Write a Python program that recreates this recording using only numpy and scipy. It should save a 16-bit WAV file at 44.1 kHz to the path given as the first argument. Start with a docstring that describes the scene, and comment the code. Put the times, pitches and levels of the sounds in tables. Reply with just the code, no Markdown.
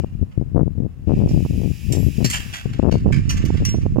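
"""Wind gusts buffet the two ports of a hand-held microphone, first mostly the left, then the right:
each eddy is a pressure spike, and crowds of them thump and rumble. Some metres off in the cattle pen,
a loose chain and latch clank, ring and scrape on steel pipe fencing. A turbulent hiss, like a valve
letting water through, swells and dies away over the faint air of a distant farm."""
import sys
import numpy as np
from scipy import signal
from scipy.fft import rfft, irfft
from scipy.io import wavfile
from scipy.ndimage import uniform_filter1d, minimum_filter1d

SR = 44100
rng = np.random.default_rng(int(sys.argv[2]) if len(sys.argv) > 2 else 0)


def log_audio(samples):
    """Write samples as a 16-bit WAV file to the path given in sys.argv[1]."""
    # one column per channel
    frames = np.atleast_2d(samples).T
    # limit to full scale, then quantise
    limited = np.clip(frames, -1, 1)
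    pcm = np.round(limited * 32767).astype(np.int16)
    wavfile.write(sys.argv[1], SR, pcm)


N = 4 * SR

# Gusts: port (L or R), t/s, length/s, level/dB before the wind trim, sharpest eddy/ms (narrow = harsh)
GUSTS = [("L", .0, .012, -15, .5), ("L", .036, .01, -16, .42), ("L", .212, .033, -13.5, 1.05),
         ("L", .378, .02, -12, .62), ("L", .414, .012, -15, .55), ("L", .548, .088, -11, .38),
         ("L", .66, .026, -17, .6), ("L", .77, .1, -19, .7), ("L", 1.068, .08, -13.5, .52),
         ("L", 1.17, .095, -14, .5), ("L", 1.315, .12, -14, .72), ("L", 1.495, .22, -17.5, .7),
         ("L", 1.89, .16, -16, .62), ("L", 2.06, .03, -12, .95), ("L", 2.18, .095, -15, .55),
         ("L", 2.656, .008, -13.5, .36), ("L", 2.794, .012, -11, .36), ("L", 2.825, .075, -12, .33),
         ("L", 2.911, .06, -13, .45), ("L", 3.6, .035, -16, .6), ("R", 1.15, .03, -19, .6),
         ("R", 1.22, .15, -21, .65), ("R", 1.448, .02, -18, .3), ("R", 3.045, .07, -14.5, .47),
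         ("R", 3.12, .08, -14.5, 1.3), ("R", 3.43, .04, -15, .7), ("R", 3.498, .012, -15, .45),
         ("R", 3.54, .022, -14, .65), ("R", 3.738, .016, -15, .42), ("R", 3.775, .012, -16, .5),
         ("R", 3.853, .011, -13.5, .38), ("R", 3.958, .035, -14, .33)]
# Soft rumble bed at each port: t/s, level/dB before the wind trim
RUMBLE_LEFT = [(0, -20), (.11, -40), (.15, -19), (.32, -42), (.46, -27), (.85, -26), (.96, -38),
               (1.1, -23.5), (1.7, -26), (1.79, -34), (1.86, -20.5), (2.45, -28), (2.61, -41.5),
               (2.68, -24), (4, -24)]
RUMBLE_RIGHT = [(0, -36), (1.1, -43), (1.55, -28), (1.68, -47), (2.6, -43), (2.7, -28), (2.86, -42),
                (3, -19.5), (4, -18.5)]
# Steel hits: t/s, level/dB, tilt/(dB/octave), rise/s, fall to -60 dB/s, struck f/Hz, relative ring/dB
CLANKS = [(.0, -57, -4, .004, .83, 2700, 0), (.31, -57, -6, .008, .3, 2385, -6),
          (1.285, -51, 1, .005, .45, 5313, 7), (1.922, -27, 3.5, .003, 0.15, 7520, -6),
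          (2.243, -21.5, 0.5, .004, .13, 4436, -4), (2.299, -24.5, 3, .002, .22, 7520, -5),
          (2.328, -21, -1.5, .01, .23, 2822, -13), (2.525, -27.5, -3, .018, .25, 3300, -15),
          (2.728, -41.5, -5, .008, .2, 3300, -15), (2.911, -35, -3.5, .006, 0.26, 4436, -9.5),
          (3.121, -30.5, -5, .005, 0.26, 2385, -11), (3.291, -26.5, -0.5, .005, .16, 6412, 0),
          (3.367, -37, -2, .003, 0.15, 6412, -2.5), (3.449, -39, 0.5, .004, 0.15, 5852, -10),
          (3.567, -39, -5, .006, .12, 3300, -14), (3.65, -25, 3, .002, .06, 5852, 2),
          (3.688, -32, 3, .003, 0.03, 5852, -4), (3.81, -45.5, -4, .005, 0.2, 2385, -9.5)]
# Clear ringing modes of the steel: f/Hz, relative level/dB, t60/s
STEEL_MODES = [(2056, -13, .4), (2385, -9, .3), (2700, -13, .4), (2822, -7, .24), (4436, -9, .2),
               (4810, -8, .18), (5313, -5, .2), (5852, 0, .16), (6412, -7, .15), (7203, -9, .18),
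               (7520, -4, .2)]
# Colour of its crowd of short-lived modes: f/Hz, relative level/dB
STEEL_SPECTRUM = [(300, -30), (700, -12), (1500, -4.5), (3000, -1), (3900, -8.5), (4800, -6.5), (5700, -6),
                  (7400, -6.5), (8200, -13), (12000, -15), (15500, -27)]
# Fader for the steel dragging between hits: t/s, level/dB
SCRAPE_LEVEL = [(2.1, -71), (2.35, -45), (2.75, -51), (3.1, -56), (3.22, -48), (3.42, -43), (3.66, -46),
                (3.78, -55), (4, -61)]
# Swell of the hiss: t/s, level/dB, tilt/(dB/octave)
HISS_SWELL = [(0, -68, 1), (.45, -78.5, -0.5), (1.05, -76, -0.5), (1.08, -58, -5.5), (1.19, -51.5, -3.5),
              (1.25, -56, -2.5), (1.3, -49.5, -.5), (2.1, -45.5, 0), (2.42, -42, -1), (2.6, -48.5, -1.5),
              (2.83, -63, -5), (4, -68, -3)]
# Resonances of the hiss: f/Hz, relative level/dB
HISS_SPECTRUM = [(880, -48), (1500, -18), (1920, -8), (2110, -12.5), (2330, -2), (2600, 1), (3500, -11.5),
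                 (4060, -11.5), (4390, -20), (4720, -7), (6500, -12), (7400, -10), (8200, -19.5),
                 (9300, -20), (10100, -12), (11000, -17), (15500, -17.5)]
# Colour of the distant farm: f/Hz, relative level/dB
AIR_SPECTRUM = [(500, -7), (2600, -24), (4500, -31.5), (15500, -35)]

WIND_TRIM_DB, EDDIES_PER_S, EDDY_SCATTER_DB = 2.2, 160, 3
PORT_HZ, PORT_DAMPING, PORT_LEAK_HZ, PORT_LAG_S = 104, 1.15, 70, .00043
PIVOT_HZ = 4500  # every tilt turns about this frequency
STEEL_PAN_DB, STEEL_DIFFUSE, RIPPLE_DB, RIPPLE_HZ = -3, .4, 4.8, 70
CONTACT_DB, CONTACT_OCTAVES, CHATTER_DB, CHATTER_PER_S = 4, .2, 3, 260
RING_BOOST_DB, RING_WIDTH_HZ, RING_SCATTER_DB = 10, 70, 4
YARD_DB, YARD_T60_S, YARD_DB_PER_OCT = -16.5, .6, -3.5
HISS_PAN_DB, HISS_PAN_DB_PER_OCT = -4.5, -2.5


def wind():
    """Each port gets its own soft rumble of wide eddies and its own gusts of sharper ones."""
    out = np.zeros((2, N))
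    for port, fader in zip(out, (RUMBLE_LEFT, RUMBLE_RIGHT)):
        rumble, lead = eddies(N / SR, width_ms=1.35, widening=0, max_count=1600)
        add(port, rumble, -lead)
        port *= undb(curve(fader))
    for side, start, length, db, width_ms in GUSTS:
        gust, lead = eddies(length, width_ms, widening=.4, max_count=80)
        add(out["LR".index(side)], gust * undb(db), start - lead)
    return out * undb(WIND_TRIM_DB)


def eddies(length, width_ms, widening, max_count):
    """Pressure spikes cross a port, which sheds the lowest bass. Returns the sound and its lead-in/s."""
    pad = 2048
    pressure = np.zeros(int(length * SR) + 2 * pad)
    near, taper = np.arange(-pad // 2, pad // 2), np.hanning(pad)
    count = int(np.clip(round(length * EDDIES_PER_S), 2, max_count))
    draws = rng.random((max_count, 3))
    strength = undb(EDDY_SCATTER_DB * np.clip(rng.standard_normal(max_count), -1.5, 2))
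    for k, (jitter, polarity, breadth) in enumerate(draws[:count]):
        along = np.clip((k + 2 * jitter - .5) / count, 0, 1)
        width = width_ms * SR / 1000 * np.exp(.72 * breadth)
        width *= 1 + widening * (2 * along - 1) ** 2  # slower, so wider, as a gust comes and goes
        spike = np.sign(polarity - .5) * strength[k] * taper / (1 + (near / width) ** 2)
        pressure[pad + int(along * length * SR) + near] += spike
    omega = 2 * np.pi * PORT_HZ
    port = signal.bilinear([1, 2 * np.pi * PORT_LEAK_HZ, 0], [1, PORT_DAMPING * omega, omega ** 2], SR)
    buffet = signal.lfilter(*port, pressure)
    return buffet / np.sqrt(np.sum(buffet ** 2) / (length * SR)), pad / SR


def steel():
    """Chain and latch drag, knock and squeak on the fence, a little right of centre."""
    out = scrape()
    for start, db, *hit in CLANKS:
        add(out, undb(db) * clank(*hit), start)
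    return (out + squeak()) * pan(STEEL_PAN_DB)


def clank(tilt, rise, fall, ring_hz, ring_db):
    """Chattering contacts excite a crowd of short modes and a few clear ones; the yard answers, duller."""
    size = 20480
    t, hz = np.arange(size) / SR, freqs(size)
    # each point of contact favours the modes around its struck frequency
    contact = CONTACT_DB * np.exp(-(np.log2(hz / ring_hz) / CONTACT_OCTAVES) ** 2)
    colour = steel_colour(hz, tilt) + contact
    attack = np.minimum(t / rise, 1)
    decay = np.log(1000) * np.maximum(t - rise, 0)  # exp(-decay / t60) falls 60 dB in t60
    crowd = stereo_noise(colour, STEEL_DIFFUSE, PORT_LAG_S) * np.exp(-decay / fall)
    crowd *= undb(CHATTER_DB * walk(t * CHATTER_PER_S))
    yard = stereo_noise(colour + tilt_db(hz, YARD_DB_PER_OCT), diffuse=1) * np.exp(-decay / YARD_T60_S)
    return attack * (crowd + undb(YARD_DB) * yard + undb(ring_db) * ring(t, decay, tilt, ring_hz))


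def ring(t, decay, tilt, ring_hz):
    """The clear modes ring out; one near ring_hz is struck best and sings louder and longer."""
    mode_hz, mode_db, mode_t60 = np.array(STEEL_MODES).T
    struck = np.exp(-((mode_hz - ring_hz) / RING_WIDTH_HZ) ** 2)
    scatter = RING_SCATTER_DB * rng.standard_normal(len(mode_hz))
    gains = undb(mode_db + tilt * np.log2(mode_hz / PIVOT_HZ) + scatter + RING_BOOST_DB * struck)
    arrival = np.array([t, t - PORT_LAG_S])
    out = 0
    for gain, hz, t60 in zip(gains, mode_hz, mode_t60 * (1 + .5 * struck)):
        phase = 2 * np.pi * (hz * arrival + rng.random())
        phase += rng.standard_normal((2, 1))  # reflections shift the phase at each port
        out += gain * np.sin(phase) * np.exp(-decay / t60)
    return out / np.sqrt(np.sum(gains ** 2) / 2)


def steel_colour(hz, tilt):
    """The steel's crowded modes as a tilted spectrum in dB, with random peaks and dips."""
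    return shape(STEEL_SPECTRUM, hz) + tilt_db(hz, tilt) + RIPPLE_DB * walk(hz / RIPPLE_HZ)


def scrape(grain_db=2, grains_per_s=90):
    """Dragging metal gives a dark, grainy scrape between the clanks."""
    friction = stereo_noise(steel_colour(freqs(N), tilt=-5.5), STEEL_DIFFUSE, PORT_LAG_S)
    grain = grain_db * walk(np.arange(N) / SR * grains_per_s)
    return friction * undb(curve(SCRAPE_LEVEL) + grain)


def squeak(start_s=1.91, length_s=.23, pitch_hz=11650, db=-47):
    """Rubbing steel gives one thin, wavering squeak."""
    t = np.arange(N) / SR
    swell = np.sin(np.pi * np.clip((t - start_s) / length_s, 0, 1)) ** 2
    return undb(db) * swell * np.sin(2 * np.pi * pitch_hz * t + walk(t * 60))


def hiss():
    """Turbulent flow through steady resonances brightens as it opens; its treble sits to the right."""
    hz = freqs(N)
    flow = rfft(stereo_noise(shape(HISS_SPECTRUM, hz), diffuse=.4))
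    level, tilt = curve(HISS_SWELL), curve(HISS_SWELL, column=2)
    octaves = np.arange(-2, 2.5, .5)
    out = np.zeros((2, N))
    for octave, weights in zip(octaves, np.eye(len(octaves))):
        band = irfft(flow * np.interp(np.log2(hz / PIVOT_HZ), octaves, weights))
        out += band * undb(level + tilt * octave) * pan(HISS_PAN_DB + HISS_PAN_DB_PER_OCT * octave)
    return out


def farm_air(db=-58):
    """The distant farm is a faint, wide, dull bed of noise."""
    return undb(db) * stereo_noise(shape(AIR_SPECTRUM, freqs(N)), diffuse=.8)


def stereo_noise(colour_db, diffuse, lag_s=0):
    """Coloured noise at rms 1: a shared part, lag_s late on the right, and a diffuse share of the power."""
    size = 2 * (len(colour_db) - 1)
    shared, left, right = rfft(rng.standard_normal((3, size)))
    direct = np.array([shared, shared * np.exp(-2j * np.pi * freqs(size) * lag_s)])
    blend = np.sqrt(1 - diffuse) * direct + np.sqrt(diffuse) * np.array([left, right])
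    noise = irfft(blend * undb(colour_db))
    return noise / np.sqrt(np.mean(noise ** 2) + 1e-20)


def undb(db):
    """Decibels to gain."""
    return 10 ** (np.asarray(db) / 20)


def curve(rows, column=1):
    """An automation lane: one table column, joined by straight lines in time."""
    rows = np.array(rows)
    return np.interp(np.arange(N) / SR, rows[:, 0], rows[:, column])


def freqs(size):
    """Bin frequencies for this many samples, floored at 1 Hz."""
    return np.maximum(np.fft.rfftfreq(size, 1 / SR), 1)


def shape(points, hz):
    """An EQ curve in dB, joined on a log-frequency axis."""
    points = np.array(points)
    return np.interp(np.log(hz), np.log(points[:, 0]), points[:, 1])


def tilt_db(hz, db_per_octave):
    """A tilt EQ that levels off below a third of the pivot."""
    return db_per_octave * np.log2(np.maximum(hz, PIVOT_HZ / 3) / PIVOT_HZ)


def walk(position):
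    """Smooth random values, a new one at each whole position."""
    size = 4096
    return np.interp(position % size, np.arange(size), rng.standard_normal(size))


def pan(db):
    """Left and right gains for a level difference; negative leans right."""
    return undb(np.array([[db], [-db]]) / 2)


def add(out, sound, start_s):
    """Mix a sound in from this time on."""
    i = int(start_s * SR)
    sound, i = sound[..., max(-i, 0):], max(i, 0)
    out[..., i:i + sound.shape[-1]] += sound[..., :max(N - i, 0)]


def scene():
    """Wind up front, then steel and hiss, over the faint open air."""
    return wind() + steel() + hiss() + farm_air()


def record(dry, ceiling=.9, limiter_s=.008, top_hz=15800):
    """A limiter ducks the strongest buffets; a steep low-pass cuts the top."""
    span = int(limiter_s * SR)
    peak = np.abs(dry).max(axis=0)
    gain = minimum_filter1d(ceiling / np.maximum(peak, ceiling), 2 * span)
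    limited = dry * uniform_filter1d(uniform_filter1d(gain, span), span)
    return signal.sosfilt(signal.ellip(10, .2, 80, top_hz, fs=SR, output="sos"), limited)


dry = scene()
out = record(dry)
log_audio(out)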